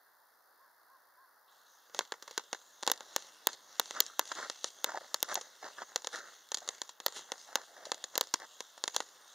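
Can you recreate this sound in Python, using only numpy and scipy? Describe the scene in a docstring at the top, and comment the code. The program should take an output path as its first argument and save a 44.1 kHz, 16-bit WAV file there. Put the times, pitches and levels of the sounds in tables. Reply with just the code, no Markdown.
"""Lit fuse in a snowy field

A fuse hisses, spits and pops among small wooden gun carriages: shaped noise for the gas jet, ringing
pressure spikes with bounces and diffuse echoes for the pops. Boots crunch through the crust on the right
as noise grains and short tones, and a dog yelps far off in arched harmonics. A small camera hears it over
steady hiss through a housing that cuts notches in the sound, with a faint tick of pulses inside it."""
import sys
import numpy as np
from scipy import signal
from scipy.fft import rfft, irfft, next_fast_len
from scipy.io import wavfile
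from scipy.ndimage import uniform_filter1d

SR = 44100
rng = np.random.default_rng(int(sys.argv[2]) if len(sys.argv) > 2 else 0)


def generate_wav(sig):
    """Save sig (samples, or channels by samples) to the path in sys.argv[1] as 16-bit PCM at SR."""
    pcm = np.round(np.clip(np.atleast_2d(sig).T, -1, 1) * 32767).astype(np.int16)
    wavfile.write(sys.argv[1], SR, pcm)


N = 411894  # length [samples]


def gain_of(db):
    """Level law: amplitude ratio = 10^(dB / 20)."""
    return 10 ** (np.asarray(db) / 20)


def evened(x):
    """Power normalisation: scales to rms 1 over all channels together."""
    return x / np.sqrt(np.mean(x ** 2) + 1e-20)


def read(points, hz):
    """Logarithmic frequency scale: interpolates (frequency [Hz], value) rows along it."""
    f, value = np.transpose(points)
    return np.interp(np.log(hz + 1), np.log(f + 1), value)


def along(curve):
    """Amplitude envelope: gain at every sample from (time [s], level [dB]), -120 dB before the first row."""
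    s, db = np.transpose(curve)
    return gain_of(np.interp(np.arange(N) / SR, s, db, left=-120))


def add(mix, s, sound):
    """Superposition: adds a sound at time s, cut at the end of the mix."""
    part = mix[:, round(s * SR):][:, :sound.shape[1]]
    part += sound[:, :part.shape[1]]


def ring(x, hz, width):
    """Resonance: a second-order band-pass with gain 1 at its centre."""
    return signal.lfilter(*signal.iirpeak(hz, hz / width, SR), x)


def coloured(x, spectrum):
    """Spectral shaping: multiplies the spectrum by a level curve, then sets rms 1."""
    size = next_fast_len(N)
    gain = gain_of(read(spectrum, np.fft.rfftfreq(size, 1 / SR)))
    return evened(irfft(rfft(x, size) * gain, size)[..., :N])


def grainy(per_s, spread_db, grain_s, wide):
    """Shot noise: random decaying grains over a steady bed of noise that differs partly between the ports."""
    size = gain_of(spread_db * np.minimum(rng.exponential(1, N), 4))  # uneven if spread_db is not 0
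    strikes = size * (rng.random(N) < per_s / SR)
    lumps = signal.lfilter([1], [1, -np.exp(-1 / (grain_s * SR))], strikes)
    both, left, right = rng.standard_normal((3, N))
    return (1 + lumps) * (both + wide * np.array([left, right]))


def lagged(x, samples):
    """Interaural-style time difference: delays the left port by whole samples."""
    return np.array([np.roll(x[0], int(round(samples)), axis=-1), x[1]])


def swells(rows):
    """Exponential growth and decay: millisecond-grid gains of (start, hold, dB, rise, fall) rows.

    Rise and fall are times for 20 dB; only their magnitudes count."""
    s, hold, db, rise, fall = np.transpose(rows)[:5, :, None]
    dt = np.arange(0, N / SR + .001, .001) - s
    before, after = -dt / abs(rise), (dt - hold) / abs(fall)
    return gain_of(db - 20 * np.maximum(np.maximum(before, after), 0))


def at_samples(slow):
    """Linear interpolation: from the millisecond grid to samples."""
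    return np.interp(np.arange(N) / SR, np.arange(len(slow)) * .001, slow)


# spectrum of air and sensor hiss: (frequency [Hz], level [dB])
FIELD_SPECTRUM = [(30, -4.5), (60, -22.5), (100, -25), (250, -17.5), (500, -7.5), (1000, -1), (1700, -1),
                  (2200, -13), (3000, -22), (4500, -13.5), (7000, -22.5), (10000, -18), (13000, -16),
                  (15600, -16), (15900, -46)]
# left-right correlation of the hiss: (frequency [Hz], likeness [1])
FIELD_LIKENESS = [(60, 0.3), (240, 0.081), (950, 0.825), (3770, 0.704), (15000, 0.32)]
FIELD_DB = -66  # rms


def field():
    """Stationary random noise: complex Gaussian short-time spectra, partly coherent, with faint patches."""
    frames, hz = N // 256 + 5, np.fft.rfftfreq(1024, 1 / SR)
    a, b, c, d, patches = rng.standard_normal((frames, 513, 5)).T
    patches = uniform_filter1d(patches, 12, 0)  # smooth over frequency
    patches = evened(uniform_filter1d(patches, 14, 1))  # and over time
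    same = np.clip(read(FIELD_LIKENESS, hz), -1, 1)[:, None]
    left = a + 1j * b
    right = same * left + np.sqrt(1 - same ** 2) * (c + 1j * d)
    level_db = read(FIELD_SPECTRUM, hz)[:, None] + 0.97 * patches
    hiss = signal.istft(np.array([left, right]) * gain_of(level_db), nperseg=1024, noverlap=768)[1]
    return gain_of(FIELD_DB) * evened(hiss[:, :N])


TICK_FIRST_S, TICK_EVERY_S, TICK_WIDE_S = .01545, .0170369, .00011
# peak of the tick, left row and right row: (level [dB])
TICK_PEAKS = [
    [-54.5],
    [-57.5],
]


def ticks():
    """Band-limited impulses: each tick inside the camera is a short pulse heard as two opposite edges."""
    starts = np.arange(TICK_FIRST_S, N / SR - .01, TICK_EVERY_S) * SR
    near = np.round(starts).astype(int)[:, None] + np.arange(-120, 126)
    after = near - starts[:, None]  # samples since the exact start
    soft = 2 * 15600 / SR  # edges limited to 15600 Hz
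    edges = np.sinc(soft * after) - 1.27 * np.sinc(soft * (after - TICK_WIDE_S * SR))
    out = np.zeros(N)
    out[near] = edges * np.hanning(near.shape[1])
    out = signal.lfilter([1, -.7], [1], out)  # coupled in with a treble lift
    return gain_of(TICK_PEAKS) * out / out.max()


# far yelps: (time [s], length [s], top of the second harmonic [Hz], level [dB])
YELP_EVENTS = [(0.586, .088, 1090, -66.5), (0.879, 0.106, 1085, -65), (1.163, .112, 1080, -65),
               (1.47, .07, 1150, -72)]
YELP_SAG, YELP_TOP_AT = .17, .52  # pitch arch: share lost at the start, place of the top (0 to 1)
YELP_FADE_DB = -1.5  # over a yelp


def dog():
    """Harmonic series: arched yelps, of which distance leaves the second harmonic and some of the third."""
    out = np.zeros((2, N))
    for s, length, top_hz, db in YELP_EVENTS:
        u = np.arange(0, length, 1 / SR) / length
        arch = 1 - YELP_SAG * ((u - YELP_TOP_AT) / YELP_TOP_AT) ** 2
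        phase = np.pi * np.cumsum(top_hz * arch) / SR  # of the fundamental, half the table's pitch
        voice = np.sin(2 * phase) + gain_of(-7.0) * np.sin(3 * phase)
        envelope = gain_of(db + YELP_FADE_DB * u) * signal.windows.tukey(len(u), .4)
        add(out, s, np.sqrt(2) * envelope * voice[None])
    return out


# spectrum of breaking crust: (frequency [Hz], level [dB])
SNOW_SPECTRUM = [(120, -22), (300, -9), (600, -2), (1000, -9.5), (1800, 1.5), (2800, -10), (4200, -12),
                 (7000, -9.5), (10000, -36.5)]
# crust giving way under a boot:
# (time [s], hold [s], level [dB], time to fall 20 dB, sign ignored [s], pitch of the hollow under the sole [Hz])
CRUNCH_EVENTS = [(2.858, 0.22, -60.5, -0.44, 936), (3.401, 0.055, -63.5, -0.06, 940),
                 (3.476, 0.024, -53.5, .13, 943), (3.679, 0.164, -67.5, 0.55, 910),
                 (3.947, 0.0448, -42, 0.0619, 1202), (4.085, 0.034, -61, -0.08, 1180),
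                 (4.196, 0.0326, -53.5, -0.02, 1170), (4.318, .004, -39, .012, 1000),
                 (4.363, 0.0767, -41.5, 0.07, 1080), (4.871, .047, -41, 0.0281, 1005),
                 (4.94, 0.0457, -44, 0.0015, 830), (5.01, 0.0425, -55.5, 0.07, 905),
                 (5.113, 0.042, -62, -0.06, 1143), (5.242, 0.0059, -54, 0.0845, 1300),
                 (5.287, 0.0496, -41, -0.0012, 1120), (5.37, 0.0204, -40.5, -0.01, 804),
                 (5.43, 0.033, -62, 0.22, 906), (5.63, 0.0396, -44.5, 0.0635, 958),
                 (5.782, 0.0109, -46.5, -0.03, 1226), (5.81, 0.02395, -42, -0.01, 1163),
                 (5.888, 0.0194, -57.5, 0.15, 950), (6.136, 0.0209, -40, 0.0754, 1332),
                 (6.184, 0.082, -54.5, 0.143, 1334), (6.624, 0.018, -53, 0.18, 810),
                 (7.067, 0.186, -63, 0.37, 930), (7.292, 0.041, -54.5, .11, 867),
                 (7.48, 0.058, -54, 0.06, 894), (7.565, 0.0457, -49.5, 0.06, 1025),
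                 (7.681, 0.069, -61, 0.42, 717), (7.758, 0.119, -55.5, 0.31, 766),
                 (8.149, 0.0188, -47, 0.0228, 939), (8.404, .045, -48, .018, 900),
                 (9.108, .05, -67.5, 4.15, 1022)]
CRUNCH_RISE_S = .014  # the crust breaks suddenly: time to rise 20 dB
RIGHT_LAG = 2  # samples by which the left port lags for sound from the right


def boots():
    """Moving resonance: dense grains of breaking crust ring the hollow under the sole, off to the right."""
    crust = coloured(grainy(per_s=450, spread_db=4.0, grain_s=.0012, wide=.1), SNOW_SPECTRUM)
    rows = [(s, hold, db, CRUNCH_RISE_S, fall) for s, hold, db, fall, _ in CRUNCH_EVENTS]
    power = swells(rows) ** 2 + 1e-30
    total = power.sum(axis=0)
    hz = at_samples(np.array(CRUNCH_EVENTS)[:, -1] @ power / total)  # pitch averaged by power
    # shift the pitch to 0 Hz, low-pass to a resonance 300 Hz wide, shift back
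    turn, keep = np.exp(2j * np.pi * np.cumsum(hz) / SR), np.exp(-np.pi * 300 / SR)
    hollow = 2 * (turn * signal.lfilter([1 - keep], [1, -keep], crust / turn)).real
    crunch = evened(crust + gain_of(10.5) * hollow)
    return lagged(at_samples(np.sqrt(total)) * crunch, RIGHT_LAG)


# lumps of crust snapping under a boot: (time [s], level before the pulse shape [dB], pitch [Hz])
CLOD_EVENTS = [(3.968, -33, 1410), (4.099, -41.5, 1314), (4.135, -43.5, 1358), (4.377, -42, 1340),
               (4.427, -30.5, 1572), (4.873, -35.5, 576), (4.887, -30, 1404), (4.946, -25.5, 843),
               (4.958, -40, 586), (4.981, -34.5, 747), (5.015, -41, 594), (5.293, -42, 1264),
               (5.325, -27, 1600), (5.373, -30.5, 710), (5.644, -40, 591), (5.783, -35.5, 1686),
               (5.82, -33.5, 995), (6.619, -40.5, 710), (7.488, -45.5, 815), (7.583, -39.5, 910),
               (7.827, -44, 573), (7.868, -34, 600)]


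def clods():
    """Damped oscillation: each snapping lump gives a few soft cycles, off to the right."""
    t, out = np.arange(500) / SR, np.zeros((2, N))
    swell = t / 0.00222 * np.exp(1 - t / 0.001452)
    for s, db, hz in CLOD_EVENTS:
        add(out, s, gain_of(db) * swell * np.sin(2 * np.pi * hz * t) * np.ones((2, 1)))
    return lagged(out, RIGHT_LAG)


# steady jet of the fuse: (time [s], level [dB])
BURN_LEVEL = [(1.465, -96), (1.48, -69.5), (1.65, -71.5), (1.67, -67.5), (1.94, -68.5), (2.3, -66.5),
              (2.6, -64.5), (2.85, -62), (3.3, -63), (3.62, -62.5), (3.8, -57.5), (4.6, -57), (4.9, -59),
              (5.2, -59), (6.0, -59), (6.42, -66), (6.75, -56.5), (6.99, -69.5), (7.05, -59), (7.8, -61),
              (8.4, -58), (8.6, -59.5), (9.339, -58.5)]
# spectrum of the jet: (frequency [Hz], level [dB])
JET_SPECTRUM = [(200, -20), (500, -7.5), (900, -8.5), (1600, -8), (3000, -2), (4000, -2.5), (5200, -9),
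                (6500, -1.5), (9000, -14), (12000, -30.5), (16000, -45.5)]
# flares of the jet: (time [s], hold [s], level [dB], time to rise 20 dB [s], time to fall 20 dB [s]), signs of
# the last two ignored
FLARE_EVENTS = [(1.95, 0.0136, -51, 0.0215, 0.18), (2.31, 0.038, -60, 0.12, 0.56),
                (3.14, 0.046, -55, 0.32, 0.65), (3.535, 0.0144, -50, 0.0973, -0.0028),
                (3.92, 0.046, -53, 0.45, -0.16), (4.07, 0.01365, -52, -0.1, 0.05),
                (4.27, 0.0874, -53.5, 0.05, 0.35), (4.36, 0.066, -52.5, -0.21, 0.31),
                (4.655, 0.0346, -46.5, 0.06, -0.0047), (5.315, 0.028, -46.5, 0.0737, 0.0225),
                (5.39, 0.044, -56.5, 0.99, 0.06), (5.65, 0.079, -59.5, 0.02, 0.42),
                (6.13, 0.061, -47.5, 0.0336, -0.0226), (6.29, 0.049, -58, 0.31, 0.1746),
                (7.165, 0.0214, -43.5, 0.0469, 0.0588), (7.39, 0.0313, -56, 0.06, 0.31),
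                (7.853, 0.012, -54.5, 0.01, 0.17), (8.953, 0.00924, -48.5, 0.0327, 0.11)]
# the jet puffs after a pop, a little more after a loud one: level at a 0 dB pop, then dB per dB
PUFF_DB, PUFF_FOLLOWS = -55, 0.313
PUFF_LATE_S, PUFF_RISE_S, PUFF_FALL_S = 0.0209, 0.0188, 0.0577  # rise and fall over 20 dB
CATCH_S, CATCH_TOP_HZ = 1.5, 4700  # the jet is dull above this pitch until the powder catches fully
BAND_DRIFT_DB, BAND_DRIFT_S, BAND_WIDE_HZ = 2.5, .12, 900  # the bands of the jet wander


def fuse():
    """Jet noise: a gas jet of broadband noise and tiny spits, which flares and puffs after each pop."""
    puffs = [(s + PUFF_LATE_S, 0, PUFF_DB + PUFF_FOLLOWS * db, PUFF_RISE_S, PUFF_FALL_S)
             for s, db, *_ in POP_EVENTS]
    surge = at_samples(np.linalg.norm(swells(FLARE_EVENTS + puffs), axis=0))  # powers add
    jet = coloured(grainy(per_s=120, spread_db=0.0, grain_s=0.00121, wide=0.207), JET_SPECTRUM)
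    hz, t, z = signal.stft(jet, SR, nperseg=512)
    drift = rng.standard_normal(z.shape[1:])
    drift = uniform_filter1d(drift, int(BAND_WIDE_HZ / hz[1]), 0)
    drift = evened(uniform_filter1d(drift, int(BAND_DRIFT_S / t[1]), 1))
    dull_db = -14.0 * (hz[:, None] > CATCH_TOP_HZ) * (t < CATCH_S)
    jet = signal.istft(z * gain_of(BAND_DRIFT_DB * drift + dull_db), SR, nperseg=512)[1][:, :N]
    return np.hypot(along(BURN_LEVEL), surge) * jet


# pops: (time [s], crack level before a common lift [dB], thump relative to it [dB],
#        top edge relative to it [dB], change of the fizz after the spike [dB])
POP_EVENTS = [(1.8964, -54, 2, -23, 0), (1.946, -29, -4.5, -18.5, -2), (1.9901, -14.5, -4, -18.5, 0),
              (2.1205, -25.5, 1, -22.5, 0), (2.2237, -34.5, -5.5, -12.5, 5.5),
              (2.2769, -38.5, -2, -13.5, 6), (2.3097, -36, -4.5, -14, 4), (2.377, -19.5, -2.5, -15.5, 4.5),
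              (2.5289, -20.5, -3, -42.5, -1), (2.615, -49, -5.5, -25, 0), (2.8266, -27.5, -5.5, -35.5, -6),
              (2.8316, -24.5, -4, -34.5, -4), (2.8652, -23.5, -8, -16.5, -4),
              (2.8752, -13.5, -5.5, -19.5, 3), (2.8835, -31.5, 0.5, -28.5, -2),
              (2.8987, -20.5, -2.5, -19, -2), (2.9153, -13.5, -7, -2, 6), (3.006, -33, -2, -32, -12),
              (3.1618, -12.5, -7, -9.5, 2), (3.47, -9.5, -7, -1.5, -7), (3.7961, -11.5, -6.5, -4.5, 5),
              (3.908, -25.5, -3.5, -24, -9), (4.003, -10, -11.5, 0, 6), (4.1933, -12.5, -4.5, -3.5, 1),
              (4.275, -35.5, -29, -33, 5), (4.3186, -29.5, -3, -41.5, 3), (4.351, -35, -8.5, -36, 4),
              (4.4982, -20.5, -7.5, -48.5, -3), (4.6427, -16.5, -9, -37, -2), (4.843, -12.5, -8, -7.5, -1),
              (5.1427, -14.5, -10.5, -13.5, 3), (5.2276, -10.5, -12, -3.5, -5), (5.3425, -25.5, -21, 0, -2),
              (5.3542, -17, -9, -32, 4), (5.4107, -34, -6, -32, 7), (5.9589, -13.5, -8.5, -22, 1),
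              (6.0447, -29.5, -6, -29, 2), (6.0705, -19, -9, -33, -6), (6.1576, -29, -23, -25, -4),
              (6.1638, -38.5, -12, -22.5, 7.5), (6.1719, -43, 3, -24, -5), (6.1872, -39, -8.5, -30, 1),
              (6.4879, -43, -16, -14, -5), (6.5172, -24, -7, -26, 8), (6.5434, -20, -12, -25.5, 8),
              (6.548, -26, -21, -21.5, -3), (6.571, -27, -11, -28, 4), (6.5829, -33.5, -11, -18.5, 5),
              (6.6762, -30.5, -8, -26.5, 2), (6.6882, -17.5, -10.5, -38.5, -2),
              (6.8164, -21, -8.5, -31, -1), (6.8915, -34.5, -7, -19.5, 7), (7.001, -31.5, -3, -20, -1.5),
              (7.0622, -13.5, -6.5, -4, 2), (7.0818, -27, -8, -27, -16.5), (7.1679, -36.5, -2, -23, 6),
              (7.1921, -39, -0.5, -25.5, 0), (7.3185, -19.5, -6, -27.5, -6), (7.5547, -14, -6, -11, 8),
              (7.853, -35.5, -8, -23.5, 7), (7.9172, -17, -5.5, -45.5, 3), (7.9438, -30.5, -14.5, -32.5, 0),
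              (8.0396, -26, -9, -24, 6), (8.1537, -22, -8.5, -28, 4), (8.1773, -13.5, -7.5, -4.5, 5),
              (8.2098, -12, -9, -9.5, 1), (8.3387, -14.5, -6.5, -16.5, 8), (8.6049, -24, -6, -22, 0),
              (8.7772, -41.5, 0, -26.5, 6), (8.8383, -15, -9.5, -36, -3), (8.8775, -18.5, -6.5, -31, 3.5),
              (8.9437, -37, -1, -13.5, 15.5), (8.963, -13, -9.5, -17.5, 2.5), (9.003, -25, 1.5, -27, 0.5)]
# resonances of thump, crack and edge, one list each: (frequency [Hz], width of the first pass [Hz], level [dB])
POP_MODES = [
    [(551.9, 328, 7.5), (975, 775, 10), (1600, 1258, 8)],
    [(4320, 3805, 15), (5711, 1300, 10.5), (6508, 1138, 14.5), (9040, 2140, -1)],
    [(9270, 9230, 4), (13544, 3600, 10)],
]
# upper limits of thump, crack and edge: (frequency [Hz])
POP_LIMITS = [4018, 9485, 15350]
# noisy trail of thump, crack and edge, before each pop's own change: (level [dB])
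FIZZ_LEVELS = [-24, -22, -34]
# reflections off ground and carriage: (nominal delay [s], thump [dB], crack [dB], edge [dB])
BOUNCE_PATHS = [(.00027, -5, -7, -7), (.0013, -9, -22, -40), (.0034, -10, -28, -50)]
# diffuse echoes: (delay [s], time to fall 60 dB [s], thump [dB], crack [dB], edge [dB], lag of left port [samples])
SCATTER_PATHS = [(0.0171, 0.0218, -36.5, -41, -69, 2), (.025, 0.126, -55.5, -53.5, -78.5, 2),
                 (.0603, 0.01, -42, -36, -68.5, 0)]
# change of each diffuse echo while someone stands beside the fuse: (level [dB])
STANDING_CHANGE = [
    [7],
    [5],
    [-6],
]
STANDS_UNTIL_S = 2.7
FIZZ_T60_S, FIZZ_S_PER_DB = .005, .0008  # the weaker the pop, the longer it fizzes


def pops():
    """Impulse response: a pressure spike with a fizzing trail, bounced and echoed, rings in three ranges."""
    t, out = np.arange(5000) / SR, np.zeros((2, N))
    delay, t60, *echoes_db, lags = np.transpose(SCATTER_PATHS)[:, :, None]
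    late, *bounces_db = np.transpose(BOUNCE_PATHS)
    dying = (t >= delay) * gain_of(-60 * np.maximum(t - delay, 0) / t60)
    for s, crack_db, thump_db, edge_db, fizz_db in POP_EVENTS:
        both, left, right = rng.standard_normal((3, len(SCATTER_PATHS) + 1, len(t)))
        noise = both + 0.13 * np.array([left, right])  # scattered sound differs a little left and right
        fizz_t60 = max(FIZZ_T60_S - FIZZ_S_PER_DB * crack_db, .005)
        fizz = noise[:, -1] * gain_of(fizz_db - 60 * t / fizz_t60)
        near = gain_of(np.multiply(STANDING_CHANGE, s < STANDS_UNTIL_S))
        echoes = [lagged(near[k] * dying[k] * noise[:, k], lag[0]) for k, lag in enumerate(lags)]
        echoes = np.stack(echoes, axis=1)
        at = np.round(late * rng.uniform(.85, 1.3, len(late)) * SR).astype(int)  # each pop sits elsewhere
        aside = rng.uniform(-0.536, 0.304) * np.array([[1], [-1]])  # part of a sample between the ports
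        for k, db in enumerate((thump_db, 0., edge_db)):
            spike = 1. * (t == 0)
            spike[at] = gain_of(bounces_db[k])
            echoed = (gain_of(echoes_db[k]) * echoes).sum(axis=1)
            shock = spike + gain_of(FIZZ_LEVELS[k]) * fizz + echoed
            rung = sum(gain_of(mode_db) * ring(ring(shock, hz, width), hz, 1.264 * width)
                       for hz, width, mode_db in POP_MODES[k])
            rung = signal.sosfilt(signal.butter(5, POP_LIMITS[k], fs=SR, output="sos"), rung)
            rung = rung + aside * np.gradient(rung, axis=1)  # a slope term shifts by under a sample
            add(out, s + 0.000997, gain_of(crack_db + db + 4.5) * rung / abs(rung).max())
    return out


def scene():
    """Linear superposition: the pressures of all sources add."""
    return field() + ticks() + dog() + boots() + clods() + fuse() + pops()


# centres of the housing notches: (frequency [Hz])
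NOTCH_CENTRES = [2420, 3020, 8030]
# the notches at those centres, in order: (width [Hz], level left at the centre [dB])
NOTCHES = [(1026, -61.5), (274, -9), (1175, -52)]
EDGE_HZ = 17100  # band limit


def record(dry):
    """Linear filtering: bass cut of the capsule, notches of the housing, then the band limit."""
    out = signal.sosfilt(signal.butter(2, 150, "high", fs=SR, output="sos"), dry)
    for hz, (width, db) in zip(NOTCH_CENTRES, NOTCHES):
        out = out - (1 - gain_of(min(db, 0))) * ring(out, hz, width)
    limit = signal.firwin(511, EDGE_HZ, window=("kaiser", 9), fs=SR)
    return signal.oaconvolve(out, limit[None], "same")


dry = scene()
out = record(dry)
generate_wav(out)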